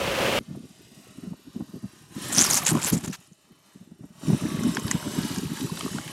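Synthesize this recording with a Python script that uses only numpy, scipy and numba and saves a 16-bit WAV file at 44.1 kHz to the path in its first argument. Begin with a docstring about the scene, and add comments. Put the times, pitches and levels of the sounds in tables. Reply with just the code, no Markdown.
"""First a car engine roars from very close, a throbbing broadband noise that stops abruptly.
Then the car idles on asphalt, a hiss with valve ticks, and wind thumps a small mono microphone near the ground.
It creeps over tubes of paste: ragged noise, ringing nozzles and bursting air pockets spurt and sputter.
After a quieter wait it pulls away with a falling whine, while blips and gritty noise squelch under the tyre.
A volume fader is raised while the wheel moves and lowered while it waits."""
import sys
import numpy as np
from scipy import signal
from scipy.fft import rfft, irfft
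from scipy.io import wavfile
from scipy.ndimage import uniform_filter1d
from numba import njit

SR = 44100
rng = np.random.default_rng(int(sys.argv[2]) if len(sys.argv) > 2 else 0)


def materialize(psi):
    """Save the field psi as 16-bit PCM at rate SR to the path in sys.argv[1].

    A 1-D psi becomes a single channel; in a 2-D psi each row is a channel.
    """
    bounded = np.clip(np.atleast_2d(psi).T, -1, 1)
    quanta = np.round(bounded * 32767).astype(np.int16)
    wavfile.write(sys.argv[1], SR, quanta)


def makeup_ratio(level_db):
    """Linear amplitude ratio for a level in decibels (20 dB per factor of ten)."""
    decades = np.asarray(level_db, float) / 20
    return 10 ** decades


N = 269892
TIME = np.arange(N) / SR

# Centres of the octave bands that wander in level. Each entry: frequency in Hz.
OCTAVE_CENTRES_HZ = 420 * 2 ** np.arange(6.)

# Hardest wind thumps. Each row: time in seconds, peak level in dB.
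WIND_THUMPS = [(0.411, -29), (0.485, -37), (0.512, -26), (0.548, -32), (0.575, -29), (0.607, -35.5),
               (0.643, -31.5), (0.709, -41.5), (0.918, -43), (0.976, -44), (1.001, -42), (1.186, -31),
               (1.238, -28.5), (1.275, -27.5), (1.322, -26.5), (1.476, -35.5), (1.565, -24.5),
               (1.609, -23.5), (1.694, -38), (1.742, -28), (1.762, -28.5), (1.844, -23.5), (2.013, -45),
               (2.167, -26), (2.304, -34), (2.354, -28), (2.39, -17.5), (2.416, -20.5), (2.528, -29.5),
               (2.694, -24), (2.724, -14.5), (2.754, -13), (2.776, -20), (2.853, -27), (2.932, -11),
               (2.97, -17.5), (3.041, -26), (3.08, -22), (3.101, -22), (3.32, -42.5), (3.516, -45),
               (3.759, -37.5), (3.815, -38), (3.876, -42), (3.92, -34), (4.009, -37.5), (4.043, -31.5),
               (4.107, -39.5), (4.236, -26.5), (4.286, -13), (4.306, -16.5), (4.332, -11), (4.424, -22.5),
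               (4.455, -16.5), (4.491, -27), (4.525, -29), (4.547, -20.5), (4.591, -20), (4.626, -18.5),
               (4.652, -13), (4.669, -14.5), (4.691, -14), (4.783, -19), (4.861, -24.5), (4.91, -24.5),
               (4.951, -17.5), (5.068, -20.5), (5.153, -26), (5.188, -14), (5.217, -29), (5.252, -23),
               (5.314, -21.5), (5.378, -20), (5.435, -20.5), (5.518, -21.5), (5.618, -22.5), (5.648, -23),
               (5.723, -22.5), (5.852, -21), (5.952, -21), (5.981, -28)]
# Sharper edge of the hardest thumps. Each row: time in seconds, peak level in dB.
WIND_TEARS = [(0.553, -41), (1.335, -43.5), (1.565, -57), (1.609, -39), (1.762, -64), (3.916, -62.5),
              (4.038, -47), (4.233, -40), (4.279, -55), (4.305, -32), (4.335, -32), (4.665, -38)]
# Spectrum of the wind flutter. Each row: frequency in Hz, density in dB per Hz.
FLUTTER_SPECTRUM = [(15, -62), (25, -20), (141, 0.5), (230, -1.5), (399, -1.5), (517, -25.5), (1200, -41.5),
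                    (1560, -60.5), (2640, -120)]
# Each thump sheds a wake of weaker eddies, and a weaker one comes just before.
WAKE_GAP_S, WAKE_FALL_DB, WAKE_SCATTER_DB = .015, -12, 4
LEAD_S, LEAD_DB = .0065, -12

# Loudness of the engine from very close. Each row: time in seconds, level in dB.
ROAR_LEVEL = [(0.0, -28), (0.1, -27), (0.2, -25), (0.385, -24)]
# Spectrum of that roar. Each row: frequency in Hz, density in dB per Hz.
ROAR_SPECTRUM = [(18, -43), (30, -10.5), (140, -8.5), (389, -6), (532, -6), (747, -9.5), (1820, -13.5),
                 (2990, -12), (3880, -20), (11900, -32), (15500, -36)]
# Hollow boom on the roar. Its one row: frequency in Hz, width in Hz, level over the roar in dB.
ROAR_BOOM = (548, 78, -4.5)
ROAR_END_S = 0.3896

# Idling engine as the fader moves. Each row: time in seconds, level in dB.
IDLE_FADER = [(.42, -59.5), (1.2, -53.5), (1.35, -60), (1.55, -57), (2.08, -56.5), (2.25, -37), (2.95, -45),
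              (3.17, -59.5), (3.35, -66), (3.68, -61), (3.9, -65), (4.12, -64), (4.25, -45), (4.38, -41.5),
              (4.85, -39.5), (5.35, -37.5), (5.45, -41.5), (6.12, -41)]
# Spectrum of the engine and fan hiss. Each row: frequency in Hz, density in dB per Hz.
IDLE_SPECTRUM = [(240, -28), (400, -18), (605, -0.5), (728, -9), (1070, -5), (1910, -8.5), (2130, -11.5),
                 (2980, -7), (3320, -10), (3930, -9), (9290, -11), (10600, -18), (11900, -16),
                 (15600, -27.5)]
# Treble rings of the valves and injectors. Each row: frequency in Hz, width in Hz, level over the hiss in dB.
VALVE_RINGS = [(8960, 2700, -14), (9830, 960, -18), (11470, 1600, -13.5)]
# Rings of the engine casing. Each row: frequency in Hz, width in Hz, middle level over the hiss in dB.
CASING_RINGS = [(3020, 100, -17.5), (3790, 70, -22.5), (5540, 151, -19), (9060, 200, -21.5),
                (10200, 90, -24.5), (1897, 55, -24), (1090, 70, -30)]
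# Firing rate, sagging under load as the car pulls away, then recovering. Each row: time in seconds, rate in Hz.
FIRING_RATE = [(.42, 31.08), (2.0, 30.52), (3.7, 27.95), (4.4, 28.06), (4.7, 25.14), (5.35, 31.88),
               (6.12, 30.85)]
# Echoes between road and underbody; the pattern changes as the car creeps on.
UNDER_DECAY_S, UNDER_DB, UNDER_CHANGE_S = 0.0062, -2, .3

# A belt or pump whines as the car pulls away. Each row: time in seconds, pitch in Hz, level before the mix in dB.
WHINE_GLIDE = [(4.4, 1190, -58), (4.5, 1150, -47), (4.75, 1065, -46), (4.82, 1050, -45.5),
               (4.89, 1150, -57)]

# Squelches and snaps under the tread. Each row: time in seconds, low level before trims in dB,
# low pitch in Hz, high pitch in Hz, high level before trims in dB.
TREAD_SNAPS = [(2.752, -22, 1055, 7110, -29.5), (2.772, -22.5, 1010, 7350, -37.5),
               (4.283, -48, 1600, 6100, -33), (4.635, -31.5, 1403, 6300, -25),
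               (4.748, -39, 1520, 6750, -23), (4.769, -17.5, 1600, 3160, -21.5),
               (4.797, -40, 1110, 6540, -28), (4.88, -30.5, 1660, 4500, -24.5),
               (4.912, -17.5, 1900, 6970, -10), (4.956, -30, 930, 6800, -52),
               (5.232, -38, 1380, 4100, -28.5), (5.36, -34, 1600, 6360, -26),
               (5.384, -36, 907, 6270, -25.5), (5.572, -34, 1650, 7500, -30), (5.608, -38, 2500, 3750, -25),
               (5.773, -34, 1310, 3700, -27), (5.791, -35, 1010, 8700, -23.5),
               (5.809, -28, 1190, 3100, -26), (5.861, -30, 1130, 8730, -38),
               (5.984, -24.5, 1420, 3100, -38), (6.078, -30.5, 1630, 2980, -28)]

# Steady flow of paste forced out. Each row: time in seconds, level before the mix in dB.
PASTE_FLOW = [(2.1, -72), (2.15, -46), (2.22, -65), (2.33, -31.5), (2.65, -34), (2.8, -35), (2.99, -47.5),
              (3.152, -60), (3.165, -62), (3.36, -76)]
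# Spectrum of its hiss. Each row: frequency in Hz, density in dB per Hz.
PASTE_SPECTRUM = [(290, -30), (500, -7.5), (916, -6), (3160, -8), (3760, -14), (6790, -3), (11200, -5.5),
                  (15600, -27.5)]
# Surges of paste. Each row: start in seconds, level before the mix in dB, length in seconds,
# nozzle pitch in Hz, level of the low splutter over the surge in dB.
PASTE_SURGES = [(2.323, -30, 0.022, 8800, -14.5), (2.352, -31, 0.023, 6420, -18.5),
                (2.373, -19, 0.073, 6420, -9), (2.443, -26, 0.056, 6000, -4),
                (2.5, -21.5, 0.036, 7630, -17.5), (2.533, -21, .06, 7900, -20),
                (2.661, -25, 0.06, 7000, -7), (2.742, -64, 0.088, 7500, 9.5), (2.815, -35, 0.027, 7260, 0),
                (2.836, -28.5, 0.042, 7550, -7.5), (2.866, -26, 0.044, 10950, -4.5),
                (2.923, -28.5, 0.035, 7000, -18.5), (2.965, -38.5, 0.025, 7000, -9),
                (3.038, -40, 0.027, 7000, 0.5), (3.074, -40, 0.016, 7000, -3.5),
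                (3.098, -46, 0.021, 6000, -24), (3.125, -41, 0.036, 6250, 1.5),
                (3.155, -64.5, 0.16, 6300, -17), (3.324, -62.5, .035, 6370, -20)]
# Loudest air pockets bursting in the paste. Each row: time in seconds, peak level in dB, ring pitch in Hz.
PASTE_BURSTS = [(2.3276, -20.2, 8750), (2.335, -20.5, 8960), (2.3415, -17, 8950), (2.3492, -15, 6000),
                (2.3605, -22, 6330), (2.3652, -13, 6300), (2.3692, -16.5, 9300), (2.3778, -12, 9700),
                (2.3836, -5.5, 5900), (2.3917, -4.5, 5700), (2.3994, -11.5, 6590), (2.4044, -12.5, 5970),
                (2.4129, -5.5, 6400), (2.4184, -6, 6860), (2.4241, -9, 6940), (2.436, -14, 6300),
                (2.442, -11.3, 5860), (2.4477, -16, 10800), (2.453, -22, 6030), (2.5013, -12, 9090),
                (2.5107, -11, 6680), (2.5342, -14, 10860), (2.5434, -8, 7900), (2.5543, -11, 6600),
                (2.5849, -23, 5900), (2.6366, -22.5, 11900), (2.652, -19, 6590), (2.6663, -8.5, 6550),
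                (2.672, -12.8, 6980), (2.682, -12.8, 6870), (2.6903, -12, 7100), (2.7071, -14, 7600),
                (2.7307, -25.5, 11370), (2.7754, -32, 7400), (2.793, -35, 7280), (2.818, -28, 7540),
                (2.8313, -18, 7200), (2.8402, -21, 7750), (2.847, -12.5, 7400), (2.86, -19, 6100),
                (2.8794, -19, 11400), (2.8874, -16.5, 11900), (2.9016, -14, 11460), (2.9278, -20.9, 10290),
                (2.9315, -27, 8300), (2.9791, -25, 7160), (3.0466, -32, 7260), (3.0823, -38, 7280),
                (3.113, -34.2, 5770), (3.1324, -29.5, 7000), (3.2035, -45, 10770), (3.2743, -45, 9600),
                (3.3243, -51, 6460), (3.3324, -47, 6330)]
# Smaller pockets burst at random while a surge lasts: level over the surge, scatter, pitch scatter.
POCKET_DB, POCKET_SCATTER_DB, POCKET_OCTAVES = -3, 5.5, .12


def curve(rows):
    """Columns of a time table, one value a sample."""
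    s, *columns = np.transpose(rows)
    return [np.interp(TIME, s, c) for c in columns]


def unit(x):
    """Scale to rms 1."""
    return x / np.sqrt(np.mean(x ** 2))


def colour(x, points):
    """Filter through (Hz, dB) points, straight lines over log frequency."""
    hz, db = np.transpose(points)
    bins = np.arange(1, N // 2 + 2) * SR / N
    return irfft(rfft(x) * makeup_ratio(np.interp(np.log(bins), np.log(hz), db)), N)


def noise():
    """White noise."""
    return rng.standard_normal(N)


def walk(rate):
    """Random levels held 1 / rate seconds and slewed twice; spread near 1."""
    hold = int(SR / rate)
    steps = np.repeat(rng.standard_normal(N // hold + 1), hold)
    return 1.3 * uniform_filter1d(uniform_filter1d(steps, hold), hold)[:N]


@njit
def band(x, hz, width):
    """State-variable band-pass whose centre may move."""
    y, b, l = np.empty(len(x)), 0., 0.
    for i in range(len(x)):
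        g, k = np.tan(np.pi * hz[i] / SR), width / hz[i]
        v = (b + g * (x[i] - l)) / (1 + g * (g + k))
        b, l, y[i] = 2 * v - b, l + 2 * g * v, k * v
    return y


def ring(x, hz, width):
    """A resonance applied twice for steep skirts; rms 1."""
    centre = hz * np.ones(N)
    once = band(x, centre, 1. * width)
    return unit(band(once, centre, 0.95 * width))


def patchy(x, patchy_db, rate):
    """Every octave wanders in level by itself."""
    return sum(makeup_ratio(patchy_db * walk(rate)) * band(x, np.full(N, f), f) for f in OCTAVE_CENTRES_HZ)


@njit
def grains(s, size, hz, cycles, glide, phase):
    """Short rings that swell to their peak, die away and slide in pitch on the way."""
    out = np.zeros(N)
    for k in range(len(s)):
        swell, p = cycles[k] * SR / hz[k], phase[k]  # swell in samples
        start = max(int(s[k] * SR - swell), 0)
        for i in range(min(int(5 * swell), N - start)):
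            u = i / swell
            p += 2 * np.pi * min(hz[k] * (1 + glide[k] * np.tanh(u - 1)) / SR, .4)
            out[start + i] += size[k] * u * u * np.exp(2 * (1 - u)) * np.sin(p)
    return out


def played(s, db, hz, cycles, glide, glide_spread):
    """Grains with chance phase and slide."""
    chance = rng.random((len(s), 2)).T
    slide = glide + glide_spread * (2 * chance[0] - 1)
    return grains(s, makeup_ratio(db), hz, np.maximum(cycles, .3), slide, 2 * np.pi * chance[1])


def scatter(count, t0, t1, hz, octaves, spread_db, cycles, glide):
    """Many chance grains between t0 and t1, most small and a few large, levelled for that span."""
    chance = rng.random((count, 4)).T
    s = t0 + (t1 - t0) * chance[0]
    db = -spread_db * np.log(1 - .97 * chance[1])
    pitch = hz * 2 ** (octaves * (chance[2] - .5))
    out = played(s, db, pitch, cycles * (.5 + chance[3]), glide, glide)
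    return unit(out) * np.sqrt((t1 - t0) * SR / N)


def wind_thumps():
    """Big eddies shed at the microphone port, a cycle or so each, with one before and two in the wake."""
    s, db = np.transpose(WIND_THUMPS)
    lag, size = np.transpose(rng.random((len(s), 2, 2)), (1, 2, 0))
    wake_s = s + np.cumsum(WAKE_GAP_S * (0.78 + .4 * lag), axis=0)
    wake_db = db + np.cumsum(WAKE_FALL_DB + WAKE_SCATTER_DB * (2 * size - 1), axis=0)
    s = np.concatenate([s, s - LEAD_S, *wake_s])
    db = np.concatenate([db, db + LEAD_DB, *wake_db])
    chance = rng.random((len(s), 2)).T
    hz = 212 * 2 ** (0.68 * (chance[0] - .5))
    return played(s, db, hz, 0.76 + 0.47 * chance[1], 0., 0.24)


def wind(fader_db):
    """Eddies hit the microphone port: thumps with torn edges, in a fluttering bed of small eddies."""
    thumps = wind_thumps()
    s, db = np.transpose(WIND_TEARS)
    tears = played(s, db, np.full(len(s), 720.), np.full(len(s), 1.4), -0.24, 0.088)
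    torn = uniform_filter1d(np.abs(tears), size=600) * ring(noise(), 800, 520)
    small = scatter(count=900, t0=.39, t1=6.9, hz=208, octaves=1.515, spread_db=4.5, cycles=0.92, glide=0.25)
    flutter = small + 0.49 * makeup_ratio(3.5 * walk(30)) * unit(colour(noise(), FLUTTER_SPECTRUM))
    # small eddies crowd round the big ones, over a breeze that never quite drops
    gust = uniform_filter1d(np.abs(thumps), size=1500)
    breeze = makeup_ratio(fader_db - 1.0 + 2.1 * walk(18))
    rush = 0.12 * gust * ring(noise(), 500, 450)
    return thumps + tears + 1.6 * torn + rush + flutter * (0.63 * gust + breeze)


def roar():
    """Rough broadband noise throbbing with the firings, a hollow boom on top, cut off abruptly."""
    throb = makeup_ratio(0.42 * np.sin(2 * np.pi * 28.0 * TIME) + 0.86 * walk(90))
    hz, width, db = ROAR_BOOM
    boom = makeup_ratio(db) * ring(throb * noise(), hz, width)
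    sound = unit(throb * colour(noise(), ROAR_SPECTRUM)) + boom
    return sound * makeup_ratio(curve(ROAR_LEVEL)[0]) * (TIME < ROAR_END_S)


def valve_ticks():
    """Valves and injectors tick once a firing: decaying noise, uneven in size and pitch, in treble rings."""
    cycle = np.cumsum(curve(FIRING_RATE)[0] / SR) + 0.7
    firing = cycle.astype(int)
    size = makeup_ratio(2.2 * rng.standard_normal(300))[firing]
    gate = uniform_filter1d(size * np.exp(-(cycle % 1) / 0.36), size=130)
    ticks = np.zeros(N)
    for hz, width, db in VALVE_RINGS:
        detune = (1 + 0.019 * rng.standard_normal(300))[firing]
        ticks += makeup_ratio(db) * ring(gate * noise(), hz * detune, width)
    return ticks


def underbody(x):
    """Short dense echoes comb the sound into many narrow ridges; one pattern fades into the next."""
    lag = np.arange(int(5 * UNDER_DECAY_S * SR))
    out, step = np.zeros(N), int(UNDER_CHANGE_S * SR)
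    for start in range(-step, N, step):
        echo = rng.standard_normal(len(lag)) * np.exp(-lag / (UNDER_DECAY_S * SR))
        echo = echo * makeup_ratio(UNDER_DB) / np.sqrt(np.sum(echo ** 2)) + (lag == 0)  # direct sound at lag 0
        at = np.arange(max(start, 0), min(start + 2 * step, N))
        fade = np.sin(np.pi * (at - start) / (2 * step))
        out[at] += fade * signal.fftconvolve(x[at], echo)[:len(at)]
    return out * np.sqrt(np.mean(x ** 2) / np.mean(out ** 2))


def idle(fader_db):
    """Engine and fan hiss, uneven from band to band, with valve ticks, casing rings and, later, grit."""
    hiss = unit(colour(patchy(noise(), patchy_db=2.0, rate=15), IDLE_SPECTRUM))
    casing = sum(makeup_ratio(db + 2 * walk(24)) * ring(noise(), hz, width) for hz, width, db in CASING_RINGS)
    grit = scatter(count=700, t0=4.2, t1=7.8, hz=2500, octaves=2.93, spread_db=5, cycles=2.57, glide=0.12)
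    return (underbody(hiss + valve_ticks()) + casing + 0.26 * grit) * makeup_ratio(fader_db)


def whine():
    """A falling squeal: a wavering tone inside a narrow band of noise."""
    hz, db = curve(WHINE_GLIDE)
    inside = 1. * (TIME > WHINE_GLIDE[0][0]) * (TIME < WHINE_GLIDE[-1][0])
    on = uniform_filter1d(inside, size=2000)
    wavering_hz = hz * (1 + 0.0037 * walk(60))
    tone = np.sqrt(2) * np.sin(2 * np.pi * np.cumsum(wavering_hz) / SR)
    breath = unit(band(noise(), hz, 90.))
    return on * makeup_ratio(db + 2 * walk(50)) * (0.68 * tone + 0.46 * breath)


def snaps():
    """Each squelch is a pair of low blips and a bright spit over a short gritty crunch of the same colours."""
    s, db, low_hz, high_hz, high_db = np.transpose(TREAD_SNAPS)
    even = np.ones(len(s))
    blip = played(s + 0.00166, db - 2.5, low_hz, 2.77 * even, 0., 0.0514)
    lower_blip = played(s + 0.00282, db - 8.0, 0.56 * low_hz, 1.8 * even, 0., 0.051)
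    spit = played(s + 0.00115, high_db - 8.5, high_hz, 7 * even, 0.055, 0.041)
    kicks = np.zeros((2, N))
    kicks[:, (s * SR).astype(int)] = makeup_ratio([db, high_db])
    body, edge = signal.lfilter([1], [1, -np.exp(-1 / (0.004 * SR))], kicks)  # 4 ms decay
    latest = np.maximum(np.searchsorted(s, TIME) - 1, 0)  # the crunch takes the latest snap's pitches
    low_crunch = 0.31 * body * ring(noise(), low_hz[latest], 1170)
    high_crunch = 0.43 * edge * ring(noise(), high_hz[latest], 3800)
    return blip + lower_blip + spit + low_crunch + high_crunch


def pockets(surge, nozzle_hz, count):
    """Air pockets burst with a short ring and an overtone; each squeaks upward as its neck closes."""
    when, size, tune = rng.random((count, 3)).T
    first_s, last_s = PASTE_SURGES[0][0], PASTE_FLOW[-1][0]
    small_s = first_s + when * (last_s - first_s)
    at = (small_s * SR).astype(int)
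    surge_db = 20 * np.log10(surge[at] + 1e-9)
    small_db = surge_db + POCKET_DB + POCKET_SCATTER_DB * (2 * size - 1)
    small_hz = nozzle_hz[at] * 2 ** (POCKET_OCTAVES * (2 * tune - 1))
    s, db, hz = np.transpose(PASTE_BURSTS)
    s, db, hz = np.append(s, small_s), np.append(db, small_db), np.append(hz, small_hz)
    even = np.ones(len(s))
    main = played(s, db, hz, 4.9 * even, 0.064, 0.092)
    over_db = db - 12.0 - 3 * np.maximum(hz / 1000 - 7.5, 0)  # weaker on high pockets
    overtone = played(s + .0004, over_db, np.minimum(1.47 * hz, 14500), 9.0 * even, 0.05, 0.05)
    squeak = played(s - .0012, db - 11.0 - 6 * rng.random(len(s)), 0.62 * hz, 6.5 * even, 0.7, 0.15)
    return main + overtone + squeak


def spurt():
    """Paste and air tear through the nozzles: ragged hiss, surges that ring the nozzle, gurgling bubbles."""
    on = (TIME > PASTE_FLOW[0][0]) * (TIME < PASTE_FLOW[-1][0])
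    flow = on * makeup_ratio(curve(PASTE_FLOW)[0])
    surge, low, hz = np.zeros(N), np.zeros(N), np.full(N, 7000.)
    for s, db, length, ring_hz, low_db in PASTE_SURGES:
        now = (TIME > s) * (TIME < s + length)
        shape = now * makeup_ratio(db - 7.0 * np.clip((TIME - s) / length, 0, 1) ** 2)  # sags 7 dB by its end
        surge += shape
        low += shape * makeup_ratio(low_db)
        hz[now] = ring_hz
    surge, low = uniform_filter1d(np.array([surge, low]), size=320)
    ragged = makeup_ratio(3.2 * walk(200) + 1.1 * walk(40)) * noise()
    hiss = unit(colour(patchy(ragged, patchy_db=4.0, rate=31), PASTE_SPECTRUM))
    nozzle = unit(band(ragged, hz * (1 + 0.12 * walk(40)), 800.0))
    fizz = scatter(count=3500, t0=2.5, t1=3.4, hz=7000, octaves=1.6, spread_db=7.0, cycles=2.8, glide=0.19)
    wet_hz = 1500 * 2 ** (.9 * np.tanh(walk(50)))
    wet = makeup_ratio(3.2 * walk(120)) * unit(band(noise(), wet_hz, 2400.))
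    gurgle = scatter(count=900, t0=2.3, t1=3.36, hz=1600, octaves=2.5, spread_db=5.5, cycles=2.184, glide=0.11)
    steady = flow * (0.6 * hiss + 0.095 * fizz + 0.55 * gurgle)
    surging = surge * (0.33 * hiss + 0.5 * nozzle + 0.46 * fizz)
    splutter = low * (0.92 * wet + 0.17 * gurgle)
    return steady + surging + splutter + pockets(surge, hz, count=120)


def scene():
    """Everything reaches one microphone, the same on both sides."""
    after = TIME >= ROAR_END_S
    fader_db = curve(IDLE_FADER)[0]
    mono = roar() + after * (wind(fader_db) + idle(fader_db) + whine() + snaps() + spurt())
    return np.array([mono, mono])


def band_limit(x):
    """A steep low-pass at the top of the band."""
    return signal.sosfilt(signal.butter(12, 15800, fs=SR, output="sos"), x)


def record(dry):
    """The small microphone drops the deep bass; the top ends steeply at 15.8 kHz."""
    bass_cut = signal.butter(3, 55, "highpass", fs=SR, output="sos")
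    top_cut = signal.ellip(10, .2, 70, 15800, fs=SR, output="sos")
    thin = signal.sosfilt(bass_cut, dry)
    mix = signal.sosfilt(top_cut, thin)
    return band_limit(mix)


dry = scene()
out = record(dry)
materialize(out)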